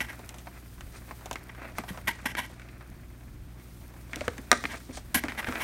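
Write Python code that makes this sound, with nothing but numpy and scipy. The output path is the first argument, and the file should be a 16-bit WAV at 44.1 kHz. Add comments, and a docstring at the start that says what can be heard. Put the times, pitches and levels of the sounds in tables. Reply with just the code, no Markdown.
"""A kitten rummages in a cardboard box of cans and packing paper, heard close over a quiet room's mains hum.
First its claws tap and scrape the box; after faint paper rubs and scattered taps, paws thump amid hard scrapes.
A lull of stirring follows, then a busier bout in which a can knocks down hard and the rustle swells to the end.
Claws and paws excite resonances of cardboard and metal; paper and fur are shaped noise and random slips.
Faint taps, paper ticks and a soft room tail fill the gaps."""
import sys
import numpy as np
from scipy import signal
from scipy.fft import rfft, irfft
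from scipy.io import wavfile

SR = 44100
rng = np.random.default_rng(int(sys.argv[2]) if len(sys.argv) > 2 else 0)


def transcribe(signal):
    """Save signal, clipped to [-1, 1], as a 16-bit WAV file at the path in sys.argv[1]."""
    frames = np.atleast_2d(signal).T
    limited = np.clip(frames, -1, 1)
    pcm = np.round(limited * 32767).astype(np.int16)
    wavfile.write(sys.argv[1], SR, pcm)


N = 248494
TIME = np.arange(N) / SR
EDGE_HZ = 15900  # upper band limit

# mains hum and its harmonics, before their waver: [f/Hz, rms level/dB]
MAINS_HUM = [(59.6, -50), (120, -54.5), (180.5, -62.5), (239.8, -65), (300, -66), (360, -68)]
# tone of the room's air, relative: [f/Hz, level/dB]
AIR_TONE = [(18, -45), (29, -18), (38, 3), (45, -3.5), (90, 0), (150, -7), (250, -9), (350, -13.5),
            (480, -21.5), (900, -24.5), (2500, -32), (7000, -40.5), (15000, -76)]
# decay of the room tail: [f/Hz, t60/s]
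ROOM_DECAY = [(200, 0.59), (1000, 0.28), (4000, 0.37), (9000, 0.28), (14000, 0.091)]
# the kitten's body stirring, before the trims in rustle(): [t/s, paper level/dB, fur hiss level/dB]
BODY_STIR = [(0.0, -47.5, -60.5), (0.63, -60, -63.5), (1.22, -53.5, -59.5), (1.44, -52.5, -66.5),
             (1.73, -56, -65.5), (1.93, -52.5, -60.5), (2.34, -53, -71.5), (2.9, -57, -67),
             (3.48, -65, -67.5), (3.64, -60, -64), (4.42, -54.5, -63.5), (4.67, -56, -61),
             (4.99, -58.5, -65), (5.2, -54, -61.5), (5.36, -45, -62), (5.63, -37, -49.5)]
# soft pushes against the packing paper: [t/s, length/s, paper level/dB, brushing level/dB]
PAPER_RUBS = [(0.529, 0.069, -48.5, -62), (0.905, 0.098, -51.5, -53), (1.554, 0.17, -41.5, -67),
              (1.748, 0.077, -45, -50), (4.053, 0.28, -48.5, -52), (4.692, 0.099, -41, -48),
              (4.909, 0.099, -49, -47.5), (5.22, 0.057, -37.5, -54), (5.497, 0.088, -38, -50)]
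# tone of creasing paper, relative: [f/Hz, level/dB]
PAPER_TONE = [(120, -24.5), (250, 4), (460, -1.5), (670, 3), (850, -3.5), (1400, 0.5), (2100, -1.5),
              (2500, -2.5), (3050, -18), (4000, -19), (6000, -31.5), (16000, -33)]
# tone of fur brushing the walls, relative: [f/Hz, level/dB]
BRUSH_TONE = [(1800, -31), (3300, 5), (6000, 4), (7500, 1.5), (9300, 3), (11000, -18), (16000, -22)]
# tone of the fur's hiss, relative: [f/Hz, level/dB]
FUR_TONE = [(1500, -25), (3000, 0.5), (7500, -1.5), (9200, 3), (10500, -3), (13000, 2), (16000, -1.5)]
# paws landing on the box: [t/s, level/dB, wall pitch f/Hz]
PAW_THUMPS = [(1.788, -36.5, 237), (1.904, -34.5, 185), (4.162, -34.5, 306), (4.212, -30, 605),
              (4.2793, -23, 486), (4.384, -37, 270), (4.518, -28, 238), (4.642, -33.5, 286),
              (4.89, -33, 262), (5.157, -28.5, 241), (5.24, -26.5, 284), (5.483, -22.5, 246)]
# modes of the can against the box floor, relative: [f/Hz, level/dB, t60/s]
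CAN_MODES = [(227.5, -16, 0.68), (493, -12, 0.11), (711, 1.5, 0.085), (954, -1.5, 0.12), (1010, -32, 0.064),
             (1166, 2, 0.1), (1228, 8.5, 0.092), (1340, 6, 0.083), (1450, -1, 0.048), (1567, 3, 0.094),
             (1700, -16, .08), (1900, -14, 0.089), (2157, -3, 0.07), (2470, 0.5, 0.06)]
# tone of the can's hard crack, relative: [f/Hz, level/dB]
CRACK_TONE = [(180, -40), (300, -22), (950, 2), (1810, 6.5), (2570, -4), (2930, -11), (3950, -0.5),
              (4590, -2.5), (4990, -12), (5800, 3.5), (7570, -14), (8500, -6), (9240, -15.5), (14500, -20),
              (16000, -46)]
# claw strokes: [t/s, time to hardest bite/s, length/s, level before the force curve/dB, fizz re level/dB]
CLAW_SCRAPES = [(.005, 0.0047, 0.056, -28, -13.5), (0.081, 0.02, 0.057, -38.5, -17),
                (1.49, .01, 0.017, -39, -30), (1.783, .002, 0.0094, -38, -1),
                (1.879, 0.012, 0.054, -38, -11), (2.072, 0.009, 0.052, -22.5, -13),
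                (2.2545, 0.005, 0.073, -25, -13.5), (2.367, 0.025, 0.099, -28, -13),
                (4.136, 0.0034, 0.024, -39.5, -30), (4.685, 0.04, 0.094, -39, -19),
                (5.144, 0.0022, 0.056, -20.5, -4), (5.289, 0.009, 0.054, -37, -23),
                (5.374, 0.021, 0.04, -30.5, -14.5), (5.464, 0.012, 0.19, -34, -17),
                (5.598, 0.032, .08, -30, -13)]
# resonances of a scraped cardboard panel, before each spot's variation: [f/Hz, width/Hz, level/dB]
PANEL_MODES = [(255, 142, 2), (678, 93, -5.5), (944, 225, 5), (1625, 126, 10), (1927, 165, 10.5),
               (2155, 105, 2.5), (2693, 90, 0.5), (2995, 330, -2), (5460, 700, 1)]
# thin ring of a can lid under a claw, relative: [f/Hz, level/dB]
LID_MODES = [(9950, 3), (11320, 8), (11570, 4), (11860, 0), (12290, -9)]
# tone of the claw's fizz, relative: [f/Hz, level/dB]
FIZZ_TONE = [(2000, -45), (3700, -4), (4700, -3), (5600, -4), (7500, -4.5), (9800, 1), (12500, 0.5),
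             (16000, -16)]
# claw taps and small knocks: [t/s, level/dB, pitch of the struck spot f/Hz, snap re level/dB]
CLAW_TAPS = [(.005, -26.5, 2550, -17), (.193, -41, 736, -12), (0.2919, -45, 2280, 6), (.343, -44, 700, -4),
             (.385, -54, 905, 8), (.471, -37, 1040, -27), (0.8084, -43, 1300, -2.5),
             (1.110, -35, 1050, -20), (1.2585, -37, 810, -4.5), (1.312, -29.5, 1000, -7.5),
             (1.330, -40.5, 790, 2.5), (1.3571, -32, 1900, -13), (1.784, -27, 1230, -12),
             (1.8373, -37, 910, -15), (1.975, -36.5, 930, -13), (2.3515, -30, 1950, -14),
             (2.597, -46, 1700, -8.5), (2.809, -45.5, 1300, -23), (4.133, -31.5, 2050, -16),
             (4.159, -43.5, 2400, 8), (4.209, -32.5, 2580, -12), (4.2807, -24.5, 1680, -12.5),
             (4.381, -39.5, 1670, -4.5), (4.5289, -20.5, 1270, -9), (4.6397, -29, 1650, -14),
             (4.654, -24.5, 1800, -21), (4.9728, -36, 800, -6.5), (5.2379, -29, 1520, -9.5),
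             (5.284, -29.5, 1940, -20), (5.321, -34, 1710, -20), (5.428, -34.5, 1450, -32),
             (5.445, -31, 1910, -19), (5.5561, -29, 1850, -27)]
# tone of tapped cardboard, relative: [f/Hz, level/dB]
CARDBOARD_TONE = [(100, -42), (260, 11.5), (420, 2), (680, 2), (1100, -3), (1600, -2.5), (2200, -0.5),
                  (3000, -7.5), (5000, -7.5), (16000, -62)]
# tone of a tap's bright snap, relative: [f/Hz, level/dB]
SNAP_TONE = [(1200, -29), (2600, 2.5), (3600, 2.5), (4800, -10), (5900, 1), (7500, -3), (9000, -6.5),
             (12000, -11.5), (16000, -16)]

# whatever is jolted in the box slides on for a moment: time constant, and level against the jolt
SETTLE_S, SETTLE_DB = 0.092, -26
SWELL = 0.63  # share of its length for which a push swells
# faint taps: how many a second, level over the stirring paper, spread either way, pitch range
PATTER_PER_S, PATTER_DB, PATTER_SPREAD_DB, PATTER_LOW_HZ, PATTER_HIGH_HZ = 8, 7.5, 1, 696, 2160
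# a wall dies away within WALL_CYCLES swings; a landing at LANDING_DB takes LANDING_S, softer ones longer
WALL_CYCLES, LANDING_S, LANDING_DB = 22, 0.0031, -30
# after its bite a claw lets go, drags on lightly at DRAG_DB against the bite, and lifts off
LET_GO_S, DRAG_DB, LIFT_S = 0.024, -14.5, 0.011
# a spot at RING_HZ tapped at RING_DB has a t60 of RING_S; higher spots and harder taps are shorter
RING_HZ, RING_DB, RING_S = 1000, -35, 0.059
STIFF_POWER, HARD_POWER = 0.92, 0.48


def amp(db):
    """Decibels to gain."""
    return 10 ** (np.asarray(db) / 20)


def unit(x):
    """Scales to rms 1."""
    return x / np.sqrt(np.mean(x ** 2) + 1e-20)


def brief(x):
    """Scales a hit to the energy of 5 ms at rms 1."""
    return x / np.sqrt(np.sum(x ** 2) / (.005 * SR) + 1e-20)


def read(points, hz):
    """Reads a table on a log-frequency axis."""
    f, value = np.transpose(points)
    return np.interp(np.log(hz + 1), np.log(f + 1), value)


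def add(mix, s, sound):
    """Mixes a sound in at time s."""
    part = mix[max(round(s * SR), 0):][:len(sound)]
    part += sound[:len(part)]


def colour(x, points, size=4096):
    """Causal, minimum-phase filter with the tabled spectrum."""
    log_gain = np.log(amp(read(points, abs(np.fft.fftfreq(size, 1 / SR)))))
    spectrum = np.exp(np.conj(signal.hilbert(log_gain)))
    impulse = np.fft.ifft(spectrum).real[:size // 2]
    return signal.fftconvolve(x, impulse)[:len(x)]


def resonate(x, hz, width):
    """A resonance with gain 1 at its centre."""
    return signal.lfilter(*signal.iirpeak(hz, hz / np.clip(width, 1, SR / 8), SR), x)


def drift(rate):
    """Slow random curve of rms 1, its spectrum falling off around rate Hz."""
    rolloff = np.exp(-(np.fft.rfftfreq(N, 1 / SR) / rate) ** 2)
    return unit(irfft(rfft(rng.standard_normal(N)) * rolloff, N))


def grains(count, per_s, spread_db):
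    """Tiny slips of either sign at random moments, a few much larger than the rest."""
    chance, size, sign = rng.random((3, count))
    strength = amp(-spread_db * np.log(np.maximum(size, np.exp(-4))))
    return np.sign(sign - .5) * (chance < per_s / SR) * strength


def blow(t60, scatter, size=8192):
    """One push, followed by its dying reflections within the box as decaying noise."""
    push = scatter * rng.standard_normal(size) * amp(-60 * np.arange(size) / SR / max(t60, 1e-3))
    push[0] = 1
    return push


def background(air_db=-51, waver_db=0.65):
    """Gently wavering mains hum, and room air whose low rumble swells unevenly."""
    hum = np.zeros(N)
    for hz, db in MAINS_HUM:
        level = amp(db + waver_db * drift(rate=4.1))
        hum += level * np.sqrt(2) * np.sin(2 * np.pi * (hz * TIME + rng.random()))
    air_gain = amp(read(AIR_TONE, np.fft.rfftfreq(N, 1 / SR)))
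    air = unit(irfft(rfft(rng.standard_normal(N)) * air_gain, N))
    rumble = signal.sosfiltfilt(signal.butter(2, 150, fs=SR, output="sos"), air)
    swell = amp(3 * drift(rate=9))
    return hum + amp(air_db) * (air - rumble + swell * rumble)


def room(x):
    """A diffuse noise tail that builds up over 12 ms, each band dying at its own speed."""
    hz, t, z = signal.stft(rng.standard_normal(SR), SR, nperseg=256)
    decay = amp(-60 * t / read(ROOM_DECAY, hz)[:, None])
    tail = signal.istft(z * decay * np.minimum(t / .012, 1), SR, nperseg=256)[1]
    return signal.fftconvolve(x, tail / np.linalg.norm(tail))[:N]


def stirring():
    """Level curves in dB of the paper and the fur as the kitten shifts about."""
    s, paper_db, fur_db = np.transpose(BODY_STIR)
    return np.interp(TIME, s, paper_db), np.interp(TIME, s, fur_db)


def crackles(level_db=-57):
    """Now and then a single crease of paper ticks, more strongly while the kitten stirs."""
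    paper_db, _ = stirring()
    activity = amp(np.minimum(paper_db - np.median(paper_db), 4))
    ticks = abs(grains(N, per_s=22, spread_db=2.5)) * activity
    burst = signal.lfilter([1], [1, -np.exp(-1 / (.0015 * SR))], ticks)  # each lasts a few ms
    return amp(level_db) * burst * unit(colour(rng.standard_normal(N), FIZZ_TONE))


def rustle(jolts, stir_db=-2.5, hiss_db=3):
    """Packing paper gives in small clumps of creases while fur brushes the walls and jolted things settle."""
    stir, hiss = amp(stirring())
    # paper and brush add up as powers
    paper = (amp(stir_db) * stir) ** 2
    keep = np.exp(-1 / (SETTLE_S * SR))
    brush = signal.lfilter([1 - keep], [1, -keep], (amp(SETTLE_DB) * jolts) ** 2)
    for start, length, paper_db, brush_db in PAPER_RUBS:
        push = np.interp((TIME - start) / length, [0, SWELL, 1], [0, 1, 0])
        paper = paper + (push * amp(paper_db)) ** 2
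        brush = brush + (push * amp(brush_db)) ** 2
    creases = grains(N, per_s=3000, spread_db=2.4) * amp(2.6 * drift(rate=50))
    fibres = grains(N, per_s=7000, spread_db=3) * amp(2 * drift(rate=60))
    hairs = rng.standard_normal(N) * amp(1.2 * drift(rate=25))
    creasing = np.sqrt(paper) * unit(colour(creases, PAPER_TONE))
    brushing = np.sqrt(brush) * unit(colour(fibres, BRUSH_TONE))
    return creasing + brushing + amp(hiss_db) * hiss * unit(colour(hairs, FUR_TONE))


def tap(db, hz, bright_db, focus=0.56, broad=0.2):
    """A tap rings one spot of cardboard under a short bright snap."""
    t60 = RING_S * (RING_HZ / hz) ** STIFF_POWER * amp(RING_DB - db) ** HARD_POWER
    body = colour(blow(t60, scatter=0.13), CARDBOARD_TONE)
    spot = resonate(resonate(body, hz, focus * hz), hz, 6.6 * hz)
    body = brief(spot + broad * body)
    snap = brief(colour(blow(.5 * t60, scatter=0.081), SNAP_TONE))
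    return amp(db) * (body + amp(bright_db) * snap)


def patter(snap_db=-12):
    """Faint taps at random moments and spots, as strong as the kitten is busy."""
    out, (paper_db, _) = np.zeros(N), stirring()
    for when, strength, spot in rng.random((round(PATTER_PER_S * N / SR), 3)):
        at = int(when * N)
        db = paper_db[at] + PATTER_DB + PATTER_SPREAD_DB * (2 * strength - 1)
        hz = PATTER_LOW_HZ * (PATTER_HIGH_HZ / PATTER_LOW_HZ) ** spot
        add(out, TIME[at], tap(db, hz, snap_db))
    return out


def knock(s=4.5158, crack_db=-11, ring_db=-16, clatter_db=-18, size=12000):
    """A can knocks against the box floor: a hard crack, ringing modes and a short clatter."""
    out, t = np.zeros(N), np.arange(size) / SR
    ring = np.zeros(size)
    for hz, db, t60 in CAN_MODES:
        ring += amp(db - 60 * t / t60) * np.sin(2 * np.pi * (hz * t + rng.random()))
    add(out, s, amp(crack_db) * brief(colour(blow(0.0095, scatter=0.21), CRACK_TONE)))
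    add(out, s, amp(ring_db) * brief(ring * np.minimum(t / 0.0026, 1)))
    add(out, s, amp(clatter_db) * brief(colour(blow(0.098, scatter=0.64), PAPER_TONE)))
    # the small box radiates no deep bass
    return signal.sosfilt(signal.butter(4, 200, "high", fs=SR, output="sos"), out)


def thumps(loose=0.69, floor_db=-11, floor_hz=80, size=12000):
    """A soft paw sets the box walls swinging, and its weight presses the floor."""
    out, t = np.zeros(N), np.arange(size) / SR
    for s, db, hz in PAW_THUMPS:
        rise, t60 = LANDING_S * amp(LANDING_DB - db), WALL_CYCLES / hz
        swell = np.minimum(t / rise, 1) * amp(-60 * np.maximum(t - rise, 0) / t60)
        swing = np.sin(2 * np.pi * hz * t)
        walls = resonate(resonate(rng.standard_normal(size), hz, 0.81 * hz), hz, 1.7 * hz)
        weight = amp(floor_db) * np.sin(2 * np.pi * floor_hz * t) * np.exp(-t / 0.025)
        add(out, s, amp(db) * (swell * (swing + loose * unit(walls)) + weight))
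    return out


def scrapes(size=12000):
    """A claw bites, then sticks and slips across cardboard and can lids; the slips drive both."""
    out, t = np.zeros(N), np.arange(size) / SR
    for s, rise, length, db, bright_db in CLAW_SCRAPES:
        grip = np.clip((rise + LET_GO_S - t) / LET_GO_S, amp(DRAG_DB), 1)
        lift = np.clip((length - t) / LIFT_S, 0, 1)
        force = np.minimum((t / rise) ** 0.49, grip) * lift
        slips = force * grains(size, per_s=4000, spread_db=2)
        # each spot on the panel favours other resonances
        spot_db = 2.5 * rng.standard_normal(len(PANEL_MODES))
        panel = sum(amp(g + spot) * resonate(slips, f, w) for (f, w, g), spot in zip(PANEL_MODES, spot_db))
        panel = signal.sosfilt(signal.butter(3, 3200, fs=SR, output="sos"), panel)
        lid = sum(amp(g) * resonate(slips, f, 90) for f, g in LID_MODES)
        # the brighter the stroke, the more of it runs over metal
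        fizz = unit(colour(slips, FIZZ_TONE)) + amp(bright_db) * unit(lid)
        level = amp(db) * np.sqrt(np.mean(force ** 2))
        add(out, s, level * (unit(panel) + amp(bright_db) * fizz))
    return out


def taps():
    """The distinct taps of the claws, each ringing its own spot of cardboard."""
    out = np.zeros(N)
    for s, db, hz, bright_db in CLAW_TAPS:
        add(out, s, tap(db, hz, bright_db))
    return out


def scene(room_db=-17):
    """Everything the kitten touches, in the humming room."""
    box = taps() + scrapes() + thumps() + knock() + patter()
    muffled = signal.sosfilt(signal.butter(1, 4000, fs=SR, output="sos"), box)  # feeds the room tail
    return (box + amp(room_db) * room(muffled) + rustle(box) + crackles() + background())[None]


def record(dry):
    """Full-scale limit, then a steep low-pass at the band limit."""
    low_pass = signal.firwin(511, EDGE_HZ, window=("kaiser", 9), fs=SR)
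    return signal.oaconvolve(np.clip(dry, -1, 1), low_pass[None], "same")


dry = scene()
out = record(dry)
transcribe(out)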